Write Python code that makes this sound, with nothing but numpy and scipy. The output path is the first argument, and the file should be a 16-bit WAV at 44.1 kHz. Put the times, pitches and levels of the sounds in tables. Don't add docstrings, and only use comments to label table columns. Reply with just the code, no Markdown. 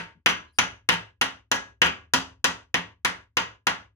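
import sys
import numpy as np
from scipy import signal
from scipy.fft import rfft, irfft
from scipy.io import wavfile

SR = 44100
rng = np.random.default_rng(int(sys.argv[2]) if len(sys.argv) > 2 else 0)


def dump_mix(stems):
    frames = np.atleast_2d(stems).T
    limited = np.clip(frames, -1, 1)
    pcm = np.round(limited * 32767).astype(np.int16)
    wavfile.write(sys.argv[1], SR, pcm)


def field_ratio(decibels):
    return 10 ** (np.asarray(decibels, dtype=float) / 20)


N = 174195
LEAD = 4410
SPAN = 20480
ROOM_SHADE_SHARE = 0.95


def at_hz(points, hz):
    x, y = np.array(points).T
    return np.interp(np.log(np.maximum(hz, 1)), np.log(x), y)


def ring(clicks, hz, t60):
    r, w = field_ratio(-60 / (t60 * SR)), 2 * np.pi * hz / SR
    return signal.lfilter([0, np.sin(w)], [1, -2 * r * np.cos(w), r * r], clicks + 1e-18)


def causal(db):
    cepstrum = irfft(db * np.log(10) / 20)
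    half = len(cepstrum) // 2
    cepstrum[1:half] *= 2
    cepstrum[half + 1:] = 0
    return np.exp(rfft(cepstrum))


def delayed(hz, seconds):
    return np.exp(-2j * np.pi * hz * seconds)


def contacts(rebound_db):
    rebound_s, spread_s = .034, .012
    when, strength = rng.random((2, 10))
    landing = ((rebound_s + spread_s * 2 * (when - .3)) * SR).astype(int)
    hit = np.zeros(SPAN)
    hit[0] = 1
    np.add.at(hit, landing, field_ratio(rebound_db) * 2 * (strength - .5))
    return hit


def chatter(hz):
    chatter_s, gain = .00035, .55
    lags = rng.uniform(0.26, 1.6, 4)
    step = delayed(hz, chatter_s * lags[:, None])
    return np.prod((step - gain) / (1 - gain * step), axis=0)


# frequency in Hz, level in dB per Hz.
CRACK = [(50, -8), (200, 8), (700, 3.5), (1100, 4.5), (3000, 10), (4300, -0.5), (8000, -10.5), (16000, -23)]
# frequency in Hz, width in Hz, level in dB.
CLANK = [(960, 56, 2.5), (1419, 220, 3), (1946, 500, 4), (2230, 270, -3.5), (2800, 690, 3.5),
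         (4930, 200, 3), (6450, 1000, 5.5), (8340, 600, -4), (10480, 630, 3.5), (13200, 900, 0)]
# frequency in Hz, width in Hz, level in dB.
HEAD = [(4710, 90, 1), (5930, 49, 1), (9670, 120, 5), (10770, 100, 4.5), (12100, 120, 6), (15400, 200, 5)]


def crack(hit, hz, bright_db, thump_db):
    octaves = np.log2(hz / 3000 + 1e-9)
    colour_db = at_hz(CRACK, hz)
    colour_db = colour_db + bright_db * np.clip(octaves, 0, 1)
    colour_db = colour_db + thump_db * np.clip(-octaves - 2, 0, 1)
    for centre_hz, width_hz, db in CLANK:
        peak_db = db + 1.9 * rng.standard_normal()
        colour_db = colour_db + peak_db * np.exp(-((hz - centre_hz) / width_hz) ** 2)
    for centre_hz, width_hz, db in HEAD:
        peak_db = max(db + 4 * rng.standard_normal(), 0)
        colour_db = colour_db + peak_db / (1 + ((hz - centre_hz) / width_hz) ** 2)
    return rfft(hit, 2 * SPAN) * causal(colour_db) * chatter(hz)


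# frequency in Hz, level in dB, t60 in seconds.
VISE = [(909.6, -38, .2), (1011, -38, 0.19), (1134, -42.5, 0.27), (1400, -39, 0.14), (1461, -38.5, 0.15),
        (1690, -43, 0.22), (1914, -34.5, 0.14), (2131.4, -38.5, 0.13), (2812, -39, 0.063), (2933, -40, 0.2),
        (4830, -52, .18), (5760, -50, 0.15), (5910, -42.5, 0.089), (9500, -60.5, 0.041)]


def vise(hit):
    rings = 0
    for hz, db, t60 in VISE:
        rings = rings + field_ratio(db + rng.normal(0, 1.94)) * ring(hit, hz * rng.normal(1, 0.0044), t60)
    rebound = hit * (np.arange(SPAN) > 0)
    return rings + field_ratio(-25.5) * ring(rebound, 1666, 0.31)


# frequency in Hz, level in dB, t60 in seconds.
BENCH = [(64.6, -44.5, 1), (78.96, -40.5, 0.38), (107, -37.5, .3), (171.2, -35.5, 0.19),
         (265.8, -41.5, 0.29), (399.4, -45, 0.23), (548, -36.5, 0.2)]


def bench(hit, thump_db):
    thump_cut_hz = 433
    push = signal.sosfilt(signal.butter(2, thump_cut_hz, fs=SR, output="sos"), hit)
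    thump = 0
    for hz, db, t60 in BENCH:
        thump = thump + field_ratio(db + thump_db + rng.normal(0, 2.4)) * ring(push, hz, t60)
    return thump


def strike(hz, bright_db, thump_db, rebound_db):
    hit = contacts(rebound_db)
    rings = vise(hit) + bench(hit, thump_db)
    return crack(hit, hz, bright_db, thump_db), rfft(rings, 2 * SPAN)


# frequency in Hz, difference in dB.
SHADE = [(60, 1.5), (300, 0.5), (1000, -0.5), (2000, 2), (4000, 1), (8000, 12), (13000, 14.5)]
# frequency in Hz, level in dB.
ROOM_COLOUR = [(60, -1.5), (300, -4), (1000, 6.5), (2500, -1.5), (4500, -0.5), (7000, -8.5), (10000, -9),
               (16000, -8)]
# delay in seconds, left level in dB, right level in dB.
ECHOES = [(.0028, -20, -5), (.004, -8.5, -7.5), (.0065, -9.5, -9.5), (.0085, -4, 0.5), (0.012, -9.5, -4),
          (0.024, -17.5, -21.5)]


def early_sound(hz, shade_db, late):
    skew_s = 0.00046
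    early = field_ratio(1.5) * np.array([causal(db) for db in shade_db]) * late
    for delay, left_db, right_db in ECHOES:
        level_db = np.array([[left_db], [right_db]]) + at_hz(ROOM_COLOUR, hz) + ROOM_SHADE_SHARE * shade_db
        arrival = delay + skew_s * rng.uniform(-1.06, 1) * np.array([[0], [1]])
        early = early + field_ratio(level_db) * delayed(hz, arrival)
    return early


# frequency in Hz, t60 in seconds.
ROOM_T60 = [(60, 0.81), (160, 0.3), (420, 0.37), (1100, 0.29), (2900, 0.28), (7700, 0.25), (15000, 0.12)]
# frequency in Hz, correlation from -1 to 1.
LIKENESS = [(60, 1), (150, 1), (300, 0.1), (550, 0.22), (1200, 0.49), (3000, 0.14), (12000, 0.85)]


def diffuse():
    room_db, rise_s, near_db, near_s = -26, 0.00043, 6, 0.0074
    t, tail = np.arange(SPAN) / SR, 0
    edges = 35 * 2 ** np.arange(0, 9.1, .5)
    white = rng.standard_normal((2, 2, SPAN))
    for k, (low, high) in enumerate(zip(edges, edges[1:])):
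        band = signal.butter(2, [low, high], "band", fs=SR, output="sos")
        mid, side = signal.sosfilt(band, white[k % 2])
        hz = np.sqrt(low * high)
        alike = np.clip(at_hz(LIKENESS, hz), -1, 1)
        fade = field_ratio(at_hz(ROOM_COLOUR, hz) - 60 * t / at_hz(ROOM_T60, hz))
        tail = tail + fade * (np.sqrt(1 + alike) * mid + np.sqrt(1 - alike) * side * [[1], [-1]])
    rise = 1 - np.exp(-t / rise_s)
    near = field_ratio(near_db * np.exp(-t / near_s))
    return field_ratio(room_db) * tail * rise * near


# start in seconds, peak in dB, brightness in dB, bench thump in dB, rebound in dB.
BLOWS = [(.2602, -9, 2, 2, -10), (.5862, -9.5, 3.5, 1.5, -29), (.8888, -8, 3.5, 0, -16.5),
         (1.2129, -11, 5, 0.5, -25), (1.5149, -11.5, 5, 3, -19.5), (1.8176, -7, -1, 1, -14.5),
         (2.1359, -9.5, 10, 3.5, -31.5), (2.4428, -8.5, 6.5, 0, -35), (2.7423, -11, .5, 1, -33.5),
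         (3.048, -11.5, 5, 1, -29.5), (3.3695, -11, 0.5, 0, -22), (3.6686, -10, 2.5, 0, -33)]
# peak, brightness, bench thump and rebound, all in dB.
EARLIER_BLOW = (-14, 3, 2.5, -20.5)


def hammer():
    earlier_s, right_lag_s, fresh_share, ring_wet_db = -.058, 5 / 44100, 0.34, -9
    hz = np.fft.rfftfreq(2 * SPAN, 1 / SR)
    shade_db = at_hz(SHADE, hz) * [[.5], [-.5]]
    late = delayed(hz, np.array([[0], [right_lag_s]]))
    early = early_sound(hz, shade_db, late)
    kept, others = diffuse(), [diffuse() for _ in range(4)]
    out = np.zeros((2, LEAD + N + 2 * SPAN))
    length = 3 * SPAN // 2
    for k, (s, db, *manner) in enumerate([(earlier_s, *EARLIER_BLOW)] + list(BLOWS)):
        fresh = others[k % 4] * (-1) ** (k // 4)
        tail = np.sqrt(1 - fresh_share) * kept + np.sqrt(fresh_share) * fresh
        wet = rfft(tail, 2 * SPAN) * late * field_ratio(ROOM_SHADE_SHARE * shade_db)
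        crack_part, ring_part = strike(hz, *manner)
        heard = crack_part * (early + wet) + ring_part * (early + field_ratio(ring_wet_db) * wet)
        i = LEAD + int(s * SR)
        out[:, i:i + length] += field_ratio(db + 11) * irfft(heard)[:, :length]
    return out[:, LEAD:LEAD + N]


# frequency in Hz, level in dB per Hz.
RUMBLE = [(25, -11), (50, -9), (75, 0.5), (120, -17), (250, -7.5), (600, -38.5), (2000, -51), (16000, -62)]


def rumble():
    white = rng.standard_normal((3, N))
    both = white[0] + .15 * white[1:]
    x = irfft(rfft(both) * field_ratio(at_hz(RUMBLE, np.fft.rfftfreq(N, 1 / SR))), N)
    return field_ratio(-78) * x / x.std()


# start in seconds, frequency in Hz.
SQUEAK_AT = [
    (.53, 4900),
    (.52, 10350),
    (.545, 9300),
    (.47, 4050),
    (.14, 200),
]
# length in seconds, t60 in seconds, level in dB.
SQUEAKS = [(0.057, .012, -67.5), (.035, 0.0085, -71.5), (0.055, 0.0068, -67), (0.062, 0.012, -72),
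           (.07, 0.045, -58)]


def squeaks():
    t, out = np.arange(N) / SR, 0
    for (s, hz), (length, t60, db) in zip(SQUEAK_AT, SQUEAKS):
        noise = ring(rng.standard_normal(N), hz, t60)
        swell = np.sin(np.pi * np.clip((t - s) / length, 0, 1))
        out = out + field_ratio(db) * noise / noise.std() * swell
    return out * field_ratio(np.array([[3], [-3]]))


def scene():
    return hammer() + rumble() + squeaks()


def band_limit(x):
    return signal.sosfilt(signal.butter(12, 17000, fs=SR, output="sos"), x)


def record(dry):
    mic_low_cut_hz, top_hz = 130, 17200
    gate_db, slope, depth_db, smooth_s, from_hz = -55, 0.85, 18, 0.011, 160
    dry = signal.sosfilt(signal.butter(2, mic_low_cut_hz, "high", fs=SR, output="sos"), dry)
    low = signal.sosfiltfilt(signal.butter(1, from_hz, fs=SR, output="sos"), dry)
    rest = dry - low
    r = np.exp(-1 / (smooth_s * SR))
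    power = np.mean(rest ** 2, axis=0)
    smooth = signal.lfilter([1 - r], [1, -r], power, zi=[power[:400].mean()])[0]
    level_db = 10 * np.log10(smooth + 1e-14)
    x = low + rest * field_ratio(np.clip(slope * (level_db - gate_db), -depth_db, 0))
    rounded = .95 * np.tanh(x / .95)
    return band_limit(signal.sosfilt(signal.cheby2(10, 60, top_hz, fs=SR, output="sos"), rounded))


dry = scene()
out = record(dry)
dump_mix(out)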